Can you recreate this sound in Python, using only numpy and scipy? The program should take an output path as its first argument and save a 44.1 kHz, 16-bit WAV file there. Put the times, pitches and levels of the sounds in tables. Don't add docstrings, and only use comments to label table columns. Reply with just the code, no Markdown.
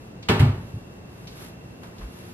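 import sys
import numpy as np
from scipy import signal
from scipy.fft import rfft, irfft, next_fast_len
from scipy.io import wavfile
from scipy.ndimage import map_coordinates

SR = 44100
rng = np.random.default_rng(int(sys.argv[2]) if len(sys.argv) > 2 else 0)


def unload_wav(signal):
    wavfile.write(
        sys.argv[1],
        SR,
        np.round(np.clip(np.atleast_2d(signal).T, -1, 1) * 32767).astype(np.int16),
    )


N = 103149

# pitch_hz [Hz], side_over_mid_db [dB]
WIDTH = [(100, -54), (200, -15.5), (380, -12.5), (700, -3.5), (1300, -1), (2400, 1), (4400, 6.5), (8000, 3),
         (14000, -11)]
# pitch_hz [Hz], side_over_mid_db [dB]
SOFT_NOISE_WIDTH = [(100, -21.5), (200, -10.5), (380, -5), (700, -2), (1300, 3.5), (2400, 2), (4400, 6),
                    (9300, 7.5), (11000, -2), (13000, -22)]


def amp(db):
    return 10 ** (np.asarray(db) / 20)


def unit(x):
    return x / np.sqrt(np.mean(x ** 2) + 1e-20)


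def along(points, hz):
    point_hz, value = np.transpose(points)
    return np.interp(np.log(hz + 1), np.log(point_hz + 1), value)


def since(start_s):
    return np.maximum(np.arange(N) / SR - start_s, 0)


def swell(peak_s, width_s):
    return np.exp(-((np.arange(N) / SR - peak_s) / width_s) ** 2)


def decay(t, t60_s):
    return np.exp(-np.log(1000) * t / t60_s)


def struck(t, attack_s, t60_s):
    return (1 - np.exp(-t / attack_s)) * decay(t, t60_s)


def filtered(x, response):
    size = next_fast_len(N + SR // 4)
    hz = np.fft.rfftfreq(size, 1 / SR)
    return irfft(rfft(x, size) * response(hz), size)[..., :N]


def lowpass_db(hz, corner_hz):
    return -10 * np.log10(1 + (hz / corner_hz) ** 4)


def noise(colour_db, width=SOFT_NOISE_WIDTH):
    def response(hz):
        mid_db = colour_db(hz)
        return amp([mid_db, mid_db + along(width, hz)])

    mid, side = filtered(rng.standard_normal((2, N)), response)
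    return np.array([mid + side, mid - side]) / np.std(mid)


def burst(start_s, colour_db, width, t60_s, room_db):
    # pitch_hz [Hz], t60_s [s]
    room_decay = [(100, 0.94), (400, 0.71), (1000, 0.62), (3000, 0.46), (6000, 0.43), (13000, 0.42)]
    attack_s, room_build_s = .003, 0.0041
    t = since(start_s)
    hz, frame_s, spectrum = signal.stft(noise(colour_db, width), SR, nperseg=256)
    fade = decay(np.maximum(frame_s - start_s, 0), along(room_decay, hz)[:, None])
    tail = signal.istft(spectrum * fade, SR, nperseg=256)[1][:, :N]
    tail = tail * (1 - np.exp(-t / room_build_s))
    direct = noise(colour_db, width) * struck(t, attack_s, t60_s)
    return direct + amp(room_db) * tail


def kitchen():
    # pitch_hz [Hz], relative_density_db [dB per Hz]
    air_colour = [(15, -84), (25, -6.5), (118, -2.5), (150, -3), (181, -4), (213, -4), (363, -9.5),
                  (394, -12), (488, -11.5), (1210, -24.5), (1390, -27.5), (1580, -26), (4150, -38),
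                  (11500, -47.5), (15000, -49.5)]
    # pitch_hz [Hz], level_db [dB rms]
    hum_tones = [(86, -63), (118.5, -52.5), (178, -53.5), (355.5, -61), (431, -62.5)]
    air_db = -44
    whine_hz, whine_half_width_hz, whine_db = 2700, 65, -65.5

    air = noise(lambda hz: along(air_colour, hz))
    hum = np.zeros(N)
    for hz, level_db in hum_tones:
        cycles = hz * since(0) + rng.random()
        hum += amp(level_db) * unit(np.sin(2 * np.pi * cycles))
    whine = noise(lambda hz: -20 * np.log10(1 + ((hz - whine_hz) / whine_half_width_hz) ** 2))
    return amp(air_db) * air + hum + amp(whine_db) * whine


def clothes():
    # peak_s [s], half_width_s [s, to 1/e], level_db [dB]
    swishes = [(.03, 0.084, -60.5), (.68, 0.18, -58), (.94, 0.059, -64.5), (1.16, 0.11, -59.5),
               (1.318, 0.093, -57), (1.432, 0.072, -47.5), (1.7, 0.18, -63), (1.86, 0.054, -59),
               (2.03, 0.089, -55.5), (2.171, 0.063, -53), (2.284, 0.073, -52.5)]
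    # pitch_hz [Hz], relative_density_db [dB per Hz]
    cloth_colour = [(200, 14), (600, 8), (1500, 5), (3500, -0.5), (6000, -6.5), (9000, -9.5), (10500, -1.5),
                    (11700, 0), (13000, -7), (15000, -39)]
    grain_db, grains_per_s = 1, 180

    grain_position = since(0) * grains_per_s
    flutter = map_coordinates(rng.standard_normal(N // 20), [grain_position])
    grain = unit(amp(grain_db * flutter))
    movement = sum(amp(level_db) * swell(peak_s, width_s) for peak_s, width_s, level_db in swishes)
    return noise(lambda hz: along(cloth_colour, hz)) * grain * movement


def scuffs():
    # [octaves, 3 dB down]
    scuff_events = [(0.226, -43.5, 3070, 0.67), (1.27, -42.5, 3340, 0.67), (1.831, -39.5, 550, 1.54),
                    (1.981, -50.5, 3500, 0.65), (2.011, -42, 880, 1.03)]
    t60_s, room_db = 0.066, -11
    out = np.zeros((2, N))
    for start_s, level_db, centre_hz, octaves in scuff_events:
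        def band(hz):
            distance = np.log2((hz + 1) / centre_hz) / octaves
            return -10 * np.log10(1 + distance ** 6)

        out += amp(level_db) * burst(start_s, band, SOFT_NOISE_WIDTH, t60_s, room_db)
    return out


def footfall():
    peak_s, width_s, level_db = 2.045, .034, -28
    pitch_hz, rise_hz_per_s = 49, 330
    t = since(0) - peak_s
    cycles = (pitch_hz + rise_hz_per_s * t / 2) * t
    return amp(level_db) * swell(peak_s, width_s) * np.sin(2 * np.pi * cycles)


def person():
    return clothes() + scuffs() + footfall()


def edge_contacts():
    # start_s [s], clap_db [dB], clap_tilt_db [dB per octave], click_db [dB], click_top_hz [Hz]
    contacts = [(0.2856, -27.5, 2.5, -19, 6700), (0.2925, -17, -3.5, -26.5, 18000),
                (0.393, -36.5, -0.5, -26.5, 18000), (0.401, -27.5, -0.5, -40, 8000)]
    # pitch_hz [Hz], relative_density_db [dB per Hz]
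    clap_colour = [(40, -48), (100, 6), (250, 0.5), (430, -2), (560, -4), (900, -1.5), (1400, -5),
                   (2000, -10), (3000, -17.5), (4200, -17), (6000, -31.5), (10000, -42)]
    # pitch_hz [Hz], relative_density_db [dB per Hz]
    click_colour = [(500, -11), (1200, 1), (2000, 3), (3000, 2.5), (4000, -6), (5000, -13), (6200, -16.5),
                    (8500, -12), (10000, -19), (11800, -11), (13300, -15), (15300, -41)]
    # pitch_hz [Hz], side_over_mid_db [dB]
    click_width = [(2000, 1), (5000, 6), (10000, 7), (13000, -2)]
    clap_t60_s, clap_room_db = 0.067, -2
    click_t60_s, click_room_db = 0.087, -10
    tilt_pivot_hz = 1500

    out = np.zeros((2, N))
    for start_s, clap_db, tilt_db, click_db, top_hz in contacts:
        def clap(hz):
            return along(clap_colour, hz) + tilt_db * np.log2((hz + 1) / tilt_pivot_hz)

        def click(hz):
            return along(click_colour, hz) + lowpass_db(hz, top_hz)

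        out += amp(clap_db) * burst(start_s, clap, WIDTH, clap_t60_s, clap_room_db)
        out += amp(click_db) * burst(start_s, click, click_width, click_t60_s, click_room_db)
    return out


def ring(modes, t, attack_s, corner_hz, length=1):
    scatter_db = .6
    out = np.zeros((2, N))
    for hz, level_db, t60_s in modes:
        phase = np.arctan(amp(along(WIDTH, hz))) * np.array([[-1], [1]])
        gain = amp(level_db + lowpass_db(hz, corner_hz) + scatter_db * rng.standard_normal())
        out += gain * struck(t, attack_s, t60_s * length) * np.sin(2 * np.pi * hz * t + phase)
    return out


def panel_landings():
    # start_s [s], ring_db [dB], boom_db [dB], boom_length [ratio], softness_corner_hz [Hz]
    landings = [(0.2957, -17.5, -18, 1, 9000), (0.402, -28, -6.5, 1.0, 6000), (0.7391, -62, -21, 0.54, 123)]
    # pitch_hz [Hz], relative_db [dB], t60_s [s]
    panel_modes = [(184, 1.5, .18), (205, -5, .38), (381, -5.5, .28), (428, -5, .39), (602, -16, .45),
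                   (783, -14, .4), (817, -12, .4), (929, -10, .4), (1112, -15, .35), (1165, -15, .4),
                   (1196, -14, .4), (1493, -17, .35), (1753, -13, .35), (2231, -12, .3), (3457, -18, .3)]
    # [s, at boom_length 1]
    cabinet_modes = [(55, -19.5, .6), (84.6, -9.5, .5), (95.8, -7.5, .5), (105, .5, .37), (133.5, .5, .34),
                     (165.6, -11, .3), (228, -18, .4), (249, -11.5, .36), (297, -14.5, .22),
                     (372, -20, .45)]
    ring_attack_s, boom_attack_s = .002, .0067

    out = np.zeros((2, N))
    for start_s, ring_db, boom_db, length, corner_hz in landings:
        t = since(start_s)
        out += amp(ring_db) * ring(panel_modes, t, ring_attack_s, corner_hz)
        out += amp(boom_db) * ring(cabinet_modes, t, boom_attack_s, corner_hz, length)
    return out


def door():
    return edge_contacts() + panel_landings()


def scene():
    return kitchen() + person() + door()


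def record(dry):
    low_cut_hz, top_hz = 43, 15300

    def response(hz):
        return (hz < top_hz) / np.sqrt(1 + (low_cut_hz / (hz + 1)) ** 6)

    return filtered(dry, response)


dry = scene()
out = record(dry)
unload_wav(out)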